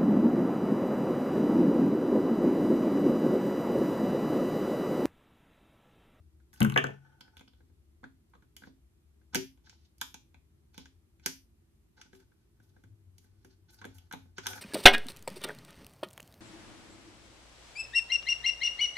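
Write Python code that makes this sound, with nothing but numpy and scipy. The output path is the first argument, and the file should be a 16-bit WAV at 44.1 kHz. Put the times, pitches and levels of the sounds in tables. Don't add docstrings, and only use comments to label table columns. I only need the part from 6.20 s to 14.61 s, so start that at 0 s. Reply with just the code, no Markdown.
import sys
import numpy as np
from scipy import signal
from scipy.fft import rfft, irfft, next_fast_len
from scipy.io import wavfile
from scipy.ndimage import uniform_filter1d

SR = 44100
rng = np.random.default_rng(int(sys.argv[2]) if len(sys.argv) > 2 else 0)


def level_to_linear(level):
    exponent = np.asarray(level, float) / 20
    return 10 ** exponent


def master_out(mix):
    frames = np.transpose(np.atleast_2d(mix))
    ceiling = np.clip(frames, -1, 1)
    pcm = np.round(ceiling * 32767).astype(np.int16)
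    wavfile.write(sys.argv[1], SR, pcm)


N = 370748
T = np.arange(N) / SR

# time in seconds, strength in dB,
# treble over strength in dB, bass over strength in dB.
LOCK_SLAMS = [
    (3.147, -20.5, -0.5, -19),
    (3.155, -26, 6, -5),
    (3.164, -35, 2, -1.5),
    (5.061, -25, 9, -12.5),
    (8.268, -21, -3, -21),
]
RECEIVER_CLACKS = [(1.84, -40, -16.5, -6), (2.421, -50, -17, -2), (2.436, -43, -19, -12),
                   (3.496, -56.5, 11.5, -19), (4.657, -50.5, 0.5, -15), (5.777, -53, -19, -9.5),
                   (5.814, -46.5, 5, -28), (5.931, -51.5, -6.5, -0.5), (7.615, -40, -10.5, -14),
                   (7.643, -35.5, -16, -19), (7.912, -37, -10, -16.5), (8.182, -32, -2, -13),
                   (8.259, -33, -5, -25.5), (8.332, -34.5, -3, -14.5), (8.378, -36, -17, -21)]
LUG_SNAPS = [
    (3.814, -29.5, 3.63, -26),
    (5.813, -61, 3.5, -27),
]
REBOUNDS = [
    (3.816, -30, -25.5, -22),
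    (5.07, -26.5, -45.5, -22.5),
    (7.652, -42.5, -4, 3.5),
    (7.926, -36, -5.5, -24.5),
]
RECEIVER_TICKS = [(.2, -64.5, -15, -11), (1.078, -55, -33, -9), (1.405, -63.5, -14, 3),
                  (2.223, -59.5, -8, -8), (3.014, -69, -13, -3.5), (3.47, -54, -29, -16),
                  (5.854, -72, -7, 10), (6.002, -63.5, 1.5, 3), (6.119, -65.5, -16, -12),
                  (6.4, -62, -10, -2.5), (6.564, -60, -17, 2.5), (6.637, -57.5, -4, 0.5),
                  (7.043, -68.5, 0, 4.5), (7.247, -57.5, 5, 4)]
BARREL_TAPS = [(1.499, -64, -33, -3), (2.472, -53, -19.5, 8.5), (3.375, -62, -8, -4),
               (3.527, -55, -17, -15), (3.943, -35, -4.5, -16.5), (4.579, -37.5, -2.5, -7.5),
               (7.935, -26.5, -18.5, -14), (8.056, -70, -13.5, 16)]
HANDLE_TICKS = [(1.008, -44.5, -8, -16.5), (1.169, -46, -8.5, -16.5), (1.194, -48, -11, -18),
                (1.277, -51.5, -26, -12), (1.334, -58.5, -20, -6.5), (2.366, -48, 6, -11),
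                (6.982, -68.5, 17, -0.5), (7.784, -58, 6, -19.5)]
SWIVEL_TICKS = [(1.209, -45, -10, -8.5), (4.144, -47, -17.5, -6.5), (4.544, -48, -9, -14),
                (4.997, -56.5, -9, -17)]
SLING_CLINKS = [(1.010, -52, -16, -12), (1.177, -60.5, -6, -18), (1.281, -64.5, -13, -15),
                (2.098, -90, 13, -8), (3.782, -72, 8, -24), (7.544, -63, 2, -17.5)]
GRIP_NUDGES = [(1.832, -49.5, -24.5, -1.5), (2.136, -49, -28, -20), (2.145, -64, -9, -10),
               (2.152, -53, -15.5, -1.5), (2.232, -73, -5, -12), (2.241, -74, -14, -3),
               (3.135, -39, -14, -11.5), (5.79, -67, -9, 5), (5.95, -64, 9.5, 3), (7.622, -45, -25, -7),
               (7.942, -48.5, -16, -6), (8.192, -44.5, -24, -16)]


def rifle_hits():
    # contacts, resonance in Hz, chatter in ms, top over treble in dB, resonance level in dB
    parts = [
        (LOCK_SLAMS, 1560, 0.7, -6, 0.43),
        (RECEIVER_CLACKS, 1511, 2.3, -17.5, 4.1),
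        (LUG_SNAPS, 3480, 0.81, -6.5, 2.7),
        (REBOUNDS, 1505, 0.5, 0, 0),
        (RECEIVER_TICKS, 1500, 5.1, -7, 6),
        (BARREL_TAPS, 912, 1.03, -7.5, 1.7),
        (HANDLE_TICKS, 3160, 1.9, -2.3, 1.4),
        (SWIVEL_TICKS, 2400, 1.1, -7, -1),
        (SLING_CLINKS, 4750, 2.16, 4.5, 8.6),
        (GRIP_NUDGES, 1140, 2.4, -17, 6.1),
    ]
    hits = []
    for rows, *part in parts:
        for s, db, treble, bass in rows:
            hits.append((s, db, db + treble, db + bass, *part))
    return sorted(hits)


# frequency in Hz, level in dB, decay time t60 in seconds.
RIFLE_MODES = [(267, -4, 0.31), (335, 0, 0.091), (459.7, 2.5, 0.027), (592, -8, 0.041), (1007, -2.5, 0.04),
               (1500, -2, 0.05), (1602, -4.5, 0.06), (1780, -11.5, 0.05), (2470, -8, 0.069),
               (3600, -5, 0.0097), (4870, -9, 0.022), (6020, -9.5, 0.077), (6350, -2, 0.037),
               (6840, -4, 0.048), (10400, -13, 0.02), (12600, -4.5, 0.033)]


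def steel_contacts():
    return knocks(rifle_hits(), RIFLE_MODES, crack_db=(29.0, 18.5, 22.07, 25.4), ring_db=(-10, -18, -14),
                  width=1.117, lean=0.46, upper_db=7.0)


# start in seconds, end in seconds,
# body level in dB, hiss level in dB, swell from start to end in dB.
SLIDES = [(0.33, 0.41, -71, -66, 19), (0.698, 0.791, -66.5, -91, -9), (0.76, 1.18, -74, -105, -6),
          (1.12, 1.5, -97, -90, 1), (2.4, 2.497, -86, -75, -14), (3.125, 3.15, -52, -52.5, 16),
          (3.436, 3.56, -88, -74.5, -2), (3.574, 3.672, -101, -80, -1), (5.99, 6.04, -84, -87, 0),
          (3.794, 3.823, -64.5, -55, 27), (4.53, 4.697, -82, -70, -8), (5.02, 5.07, -75, -66.5, 19),
          (5.764, 5.876, -76.5, -76, -4), (5.907, 6.025, -88, -79, -0.5), (6.417, 6.508, -93, -85.5, -2.5),
          (6.064, 6.7, -97, -94.5, 0.5), (6.95, 7.35, -93.5, -86.5, 8), (7.51, 7.578, -78, -85.5, 8),
          (7.482, 7.638, -81, -73.5, -0.5), (7.677, 7.932, -83, -80, -19), (7.98, 8.144, -86.5, -87, -23),
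          (8.16, 8.204, -67.5, -57.5, 27.5), (8.197, 8.263, -65, -61, 7), (8.28, 8.402, -61, -66, -3)]
# start in seconds, end in seconds, level in dB, swell in dB.
BRUSHES = [(.33, .405, -66.5, -5), (.405, .56, -70, 0), (.58, .72, -81, -20), (2.37, 2.47, -72.5, -22.5),
           (3.82, 3.92, -70, -16), (5.53, 5.6, -85, -1.5), (5.93, 6.03, -78, -8), (6.42, 6.5, -79, 2),
           (6.97, 7.06, -82.5, -3), (7.24, 7.29, -81.5, 8), (7.5, 7.575, -66, 1), (7.73, 7.79, -71, 0),
           (8.02, 8.07, -79, 2), (8.19, 8.26, -72, -5), (8.28, 8.405, -61, -17)]
# frequency in Hz, level in dB, decay time t60 in seconds.
SLIDE_MODES = [(880, -2, .04), (1500, 3, .04), (1730, -2, 0.057), (3100, -12.5, 0.013), (5700, -14, .03)]


def slides():
    body, hiss = strokes(SLIDES)
    brush = strokes(BRUSHES)[0]
    grit = rng.standard_normal(N) * level_to_linear(3.2 * walk(150) + 4.0 * walk(43))
    steel = unit(ring([grit] * len(SLIDE_MODES), SLIDE_MODES))
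    scrape = level_to_linear(0.5) * steel + level_to_linear(-11.5) * unit(band(grit, 620, 3300))
    fine_hiss = unit(band(band(grit, 2900, 6000, order=1), 2100, 6800, order=3))
    rustle = unit(band(grit, 5800, 14200, order=3))
    return body * scrape + hiss * fine_hiss + brush * rustle


# time in seconds, level in dB, decay time t60 in seconds.
STOCK_KNOCKS = [
    (3.16, -39.5, 0.73),
    (5.064, -47, 0.15),
    (5.932, -61.5, 1),
    (7.254, -64, 0.36),
    (7.653, -58, 0.24),
    (8.185, -45.5, 0.082),
    (8.264, -58, 0.95),
]


def stock():
    stock_hz = 382
    out, t = np.zeros(N), T[:6000]
    tone = np.sin(2 * np.pi * stock_hz * t)
    hand = np.clip((.105 - t) / 0.036, 0, 1)
    for s, db, t60 in STOCK_KNOCKS:
        i = int(s * SR)
        out[i:i + len(t)] += level_to_linear(db + 3.0 - 60 * t / t60) * hand * tone
    return out


def landings(rows, chatter_ms, softness, top_db):
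    hits = []
    for s, db, treble, bass, hz in rows:
        ms = chatter_ms * level_to_linear(softness * bass)
        hits.append((s, db, db + treble, db + bass, hz, ms, top_db, 0))
    return hits


# time in seconds, strength in dB, treble over strength in dB,
# bass over strength in dB, contact resonance in Hz.
DESK_THUDS = [(.331, -58.5, 4, -8.5, 1730), (.361, -58.5, 0.35, -2.5, 2980), (.405, -28, 0.5, -1, 824),
              (.411, -30, -27.5, 17.5, 860), (.418, -23, -21.5, -8, 2900), (.4195, -26, -20, -4, 1200),
              (.429, -34, 9.5, 12, 2900), (.448, -24.5, -7.5, 1.5, 1440), (.499, -33.5, -1.5, -9.5, 2900),
              (.522, -34, -6, -6, 2870), (.541, -41.5, -10, -1, 3770)]
# frequency in Hz, level in dB, decay time t60 in seconds.
DESK_MODES = [(95, -14, 0.2), (137.3, -11.5, 0.67), (178, -4.5, 0.088), (214.6, 4.5, 0.18),
              (265, -14, 0.082), (326.1, -6.5, 0.22), (422, -5, 0.12), (559, -16, 0.1), (860, -6.5, 0.049),
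              (1180, -3, 0.02), (1560, -2, 0.031), (2260, 0.5, .02), (2800, 4.5, 0.021),
              (3132, -2.5, 0.011)]


def desk_thuds():
    hits = landings(DESK_THUDS, chatter_ms=0.41, softness=.6, top_db=-2.5)
    return knocks(hits, DESK_MODES, crack_db=(3, 22.7, 21, 31), ring_db=(-11, -13, -9),
                  width=1.1, lean=0.29, upper_db=-0.4)


# time in seconds, strength in dB, treble over strength in dB,
# bass over strength in dB, contact resonance in Hz.
DESK_CLACKS = [
    (.561, -8, -32.5, -12.5, 1770),
    (.576, -9, -21.5, -23.5, 2978),
    (.578, -12, -29, -20, 1760),
    (.584, -22.5, -22, -15.5, 2696),
    (.641, -15.5, -24.5, -12, 1500),
    (.669, -31.5, -19.5, -7.5, 2800),
    (.689, -34.5, -27.5, -2, 974),
    (.705, -41, -21.5, -5.5, 2102),
]
# frequency in Hz, level in dB, decay time t60 in seconds.
OBJECT_MODES = [(280.6, -7.5, 0.044), (448, 7, 0.032), (653, -2.5, 0.035), (830, -12.5, 0.11),
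                (945, -10, 0.077), (1250, -11, 0.035), (1590, -4.5, 0.075), (1770, 8.5, .06),
                (2340, -9, 0.059), (2590, -6.5, 0.081), (2750, -0.5, 0.06), (2790, 0, 0.033),
                (3180, -14, 0.03), (4940, -3, 0.073)]


def object_clacks():
    hits = landings(DESK_CLACKS, chatter_ms=0.5, softness=0.15, top_db=-13)
    return knocks(hits, OBJECT_MODES, crack_db=(4.6, 9.2, 30.5, 24.5), ring_db=(-3, -19, -14),
                  width=1.15, lean=0.12, upper_db=-4.5)


# centre in Hz, decay time t60 in seconds, level in dB.
ROOM = [(117, 0.51, -29), (229, 0.31, -29), (494, 0.2, -22.5), (974, 0.25, -25.5), (1920, 0.27, -27.5),
        (2800, 0.38, -25), (3980, 0.36, -24), (5806, 0.36, -22), (8430, 0.25, -23.5), (10600, 0.5, -24)]


def room():
    t = np.arange(int(.6 * SR)) / SR
    noise = even_noise(len(t))
    lumps = walk(400)
    tail = 0
    for k, (hz, t60, db) in enumerate(ROOM):
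        decay = level_to_linear(db - 23.5 - 60 * t / t60 + 1.2 * lumps[k * len(t):][:len(t)])
        tail = tail + (-1) ** k * decay * unit(band(noise, hz / 1.292, min(hz * 1.343, 14600)))
    onset = np.clip((t - .0008) / 0.00038, 0, 1)
    early = 1 + 3 * np.exp(-t / 0.005)
    mid, side = tail * onset * early * np.exp(-(t / 0.17) ** 2)
    return mid + side * np.array([[1], [-1]])


# time in seconds, level in dB.
RUMBLE_DB = [(0, -57), (0.599, -82.5), (1.2, -67.5), (2.8, -65), (3.5, -65), (5.002, -67), (5.4, -71.5),
             (6.301, -73.5), (6.6, -60.5), (7.1, -61.5), (7.402, -62.5), (8.41, -60.5)]
# time in seconds, frequency in Hz.
RUMBLE_HZ = [(0, 72), (1.5, 73), (3, 72), (4.5, 78), (5.2, 85), (6.2, 88), (6.6, 97), (7.5, 96), (8.41, 99)]


def rumble():
    hz = np.interp(T, *np.transpose(RUMBLE_HZ)) + 5.9 * walk(15)
    level = level_to_linear(np.interp(T, *np.transpose(RUMBLE_DB)) + 1.0 + 3.5 * walk(12))
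    beat_hz = 12 + 1.5 * walk(4.9)
    beat = 1 + 0.47 * np.cos(2 * np.pi * np.cumsum(beat_hz) / SR)
    tone = level * beat * np.sin(2 * np.pi * np.cumsum(hz) / SR)
    return tone * level_to_linear(np.array([[2.5], [-2.5]]))


# frequency in Hz, level in dB.
HUM = [(304, -89), (405.3, -88), (224, -81.5), (400, -98)]


def hum():
    return sum(level_to_linear(db) * unit(band(rng.standard_normal(N), hz - 5, hz + 5, order=1)) for hz, db in HUM)


# frequency in Hz, density in dB per Hz.
FLOOR = [(15, -68.5), (25, -28.5), (49, -11), (70, 6), (102, -13), (190, -22.5), (293, -29), (326, -16),
         (405, -31), (439, -37.5), (1400, -42), (1520, -43.5), (5430, -49), (11300, -47.5), (16000, -51.5)]


def hiss():
    hz, db = np.transpose(FLOOR)
    f = np.maximum(np.arange(N // 2 + 1) * SR / N, 1)
    colour = level_to_linear(np.interp(np.log(f), np.log(hz), db)) / (1 + (f / 14700) ** 40)
    mid, side = rfft(rng.standard_normal((2, N))) * colour
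    width_hz, width = [100, 200, 700, 2400, 8000, 14000], [0.2, 0.56, 0.71, 1.3, 1.2, 1.1]
    side = side * np.interp(np.log(f), np.log(width_hz), width)
    air = irfft(np.array([mid + side, mid - side]), N)
    air = air / np.sqrt(np.mean(band(air.mean(axis=0), 130, 16000) ** 2))
    return level_to_linear(-70.5) * (air - 1.2 * band(air, 45, 120))


def knocks(hits, modes, crack_db, ring_db, width, lean, upper_db):
    graze_db, graze_ms = -18.5, 1.9
    evenness = 0.84
    lead = 400
    t = (np.arange(1500) - lead) / SR
    age_ms = abs(t) * 1000
    end = min(int((hits[-1][0] + 1) * SR), N)
    force = 1e-12 * np.cos(np.outer([.05, .3, 1, .3, 1.5, .4], np.arange(end + len(t))))
    noises = rng.standard_normal((len(hits), len(t)))
    for (s, middle_db, treble_db, bass_db, hz, ms, top_db, focus_db), noise in zip(hits, noises):
        graze = level_to_linear(graze_db) * np.exp(-age_ms / graze_ms)
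        shape = np.where(t < 0, graze, np.exp(-age_ms / np.clip(ms, .1, 12)))
        tones = rfft(noise * shape)
        burst = irfft(tones / abs(tones) ** evenness, len(t)) * np.sqrt(shape)
        snap = 0.23 * min(1, 1 / ms ** 2) * (t == 0)
        burst = 0.84 * burst / np.sqrt(np.sum(burst ** 2)) + snap
        i = int(s * SR) - lead
        now = slice(i, i + len(t))
        force[:3, now] += np.outer(level_to_linear(np.array([bass_db, middle_db, treble_db])), burst)
        force[3, now] += level_to_linear(middle_db + focus_db) * band(burst, hz / width, hz * width)
        force[4, now] += level_to_linear(treble_db + top_db) * burst
        force[5, now] += level_to_linear(middle_db + lean * (treble_db - middle_db) + upper_db) * burst
    bass, middle, treble, contact, top, upper = force[:, :end]
    bass = band(bass, 63.0, 730)
    middle = band(middle, 920, 2400, order=3) + band(upper, 2100, 4240, order=3)
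    treble = band(band(treble, 2200, 8500, order=1), 2500, 8000, order=3) + band(top, 6900, 13800, order=3)
    push = []
    for hz, _, _ in modes:
        if hz < 750:
            push.append(level_to_linear(ring_db[0]) * bass)
        elif hz < 3900:
            push.append(level_to_linear(ring_db[1]) * middle)
        else:
            push.append(level_to_linear(ring_db[2]) * treble)
    crack = sum(level_to_linear(db) * x for db, x in zip(crack_db, (bass, middle, treble, contact)))
    return np.pad(ring(push, modes) + crack, (0, N - end))


def ring(push, modes):
    out = 0
    for force, (hz, db, t60) in zip(push, modes):
        r = np.exp(-np.log(1000) / (t60 * SR))
        turn = 2 * np.pi * hz / SR
        out = out + level_to_linear(db) * signal.lfilter([0, np.sin(turn)], [1, -2 * r * np.cos(turn), r * r], force)
    return out


def strokes(rows):
    out = np.zeros((len(rows[0]) - 3, N))
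    for start, end, *db, swell_db in rows:
        i = slice(int(start * SR), int(end * SR))
        t = T[i]
        fade = np.clip(np.minimum(t - start, end - t) / 0.0095, 0, 1)
        swell = level_to_linear(swell_db * ((t - start) / (end - start) - .5))
        out[:, i] += np.outer(level_to_linear(np.array(db)), fade * swell)
    return out


def even_noise(length):
    noise = rng.standard_normal((2, length))
    for _ in range(3):
        cells = signal.stft(noise, nperseg=384, noverlap=288)[2]
        noise = signal.istft(cells / abs(cells), nperseg=384, noverlap=288)[1][:, :length]
    return noise


def walk(rate):
    k = int(SR / rate)
    held = np.repeat(rng.standard_normal(N // k + 1), k)
    return unit(uniform_filter1d(uniform_filter1d(held, k), k)[:N])


def band(x, lo_hz, hi_hz, order=2):
    return signal.sosfilt(signal.butter(order, [lo_hz, hi_hz], "band", fs=SR, output="sos"), x)


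def unit(x):
    return x / np.sqrt(np.mean(x ** 2))


def ports(x, lead, balance):
    size = next_fast_len(N)
    f = np.arange(size // 2 + 1) * SR / size
    level = level_to_linear(np.interp(f, *np.transpose(balance)) / 2)
    tilt = level * np.exp(.5j * np.interp(f, *np.transpose(lead)))
    return irfft(rfft(x, size) * np.array([tilt, 1 / tilt]), size)[:, :N]


# frequency in Hz, left minus right in dB.
RIFLE_PORTS = [(0, -1), (690, 1.5), (1550, -0.96), (4300, -1.5), (6500, -7), (9000, -11), (12000, -11.5),
               (16400, -19)], [(60, 4.5), (110, 4.5), (200, 4.5), (380, 9), (700, 7), (1290, -9),
               (2380, -0.5), (4400, -4), (8120, -1.5), (15000, -0.5)]
DESK_PORTS = [(0, 0), (1030, 4.1), (1380, 1.8), (2500, 2.4), (2760, -1.0), (4050, -0.0), (5510, -3.9),
              (6550, -0.7), (7410, -3.5), (9650, -2.0), (10900, -0.4), (13100, 0.3), (15300, 3.0),
              (16400, 3.4)], [(60, 4.5), (110, 5.5), (200, 4.5), (380, 2.5), (700, 2.0), (1290, 0.0),
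              (2380, 1.0), (4400, 0.0), (8120, 1.5), (15000, 0.0)]


def scene():
    rifle = steel_contacts() + slides()
    desk = desk_thuds() + object_clacks()
    tail = room()
    board = band(desk, 27, 710, order=1)
    desk_middle = band(desk - board, 250, 2800, order=1)
    desk_bright = level_to_linear(-5) * band(desk, 5000, 15000)
    air = signal.oaconvolve((desk_middle + desk_bright + rifle)[None], tail, axes=1)[:, :N]
    desk = desk + signal.oaconvolve(board, tail[0])[:N]
    direct = ports(rifle + stock(), *RIFLE_PORTS) + ports(desk, *DESK_PORTS)
    return direct + air + rumble() + hum() + hiss()


def band_limit(x):
    return signal.sosfilt(signal.butter(12, 16800, fs=SR, output="sos"), x)


def record(dry):
    low_cut = signal.butter(2, 30, "high", fs=SR, output="sos")
    top_cut = signal.butter(8, 15300, fs=SR, output="sos")
    mix = signal.sosfilt(top_cut, signal.sosfilt(low_cut, dry))
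    return band_limit(mix)


dry = scene()
out = record(dry)
master_out(out)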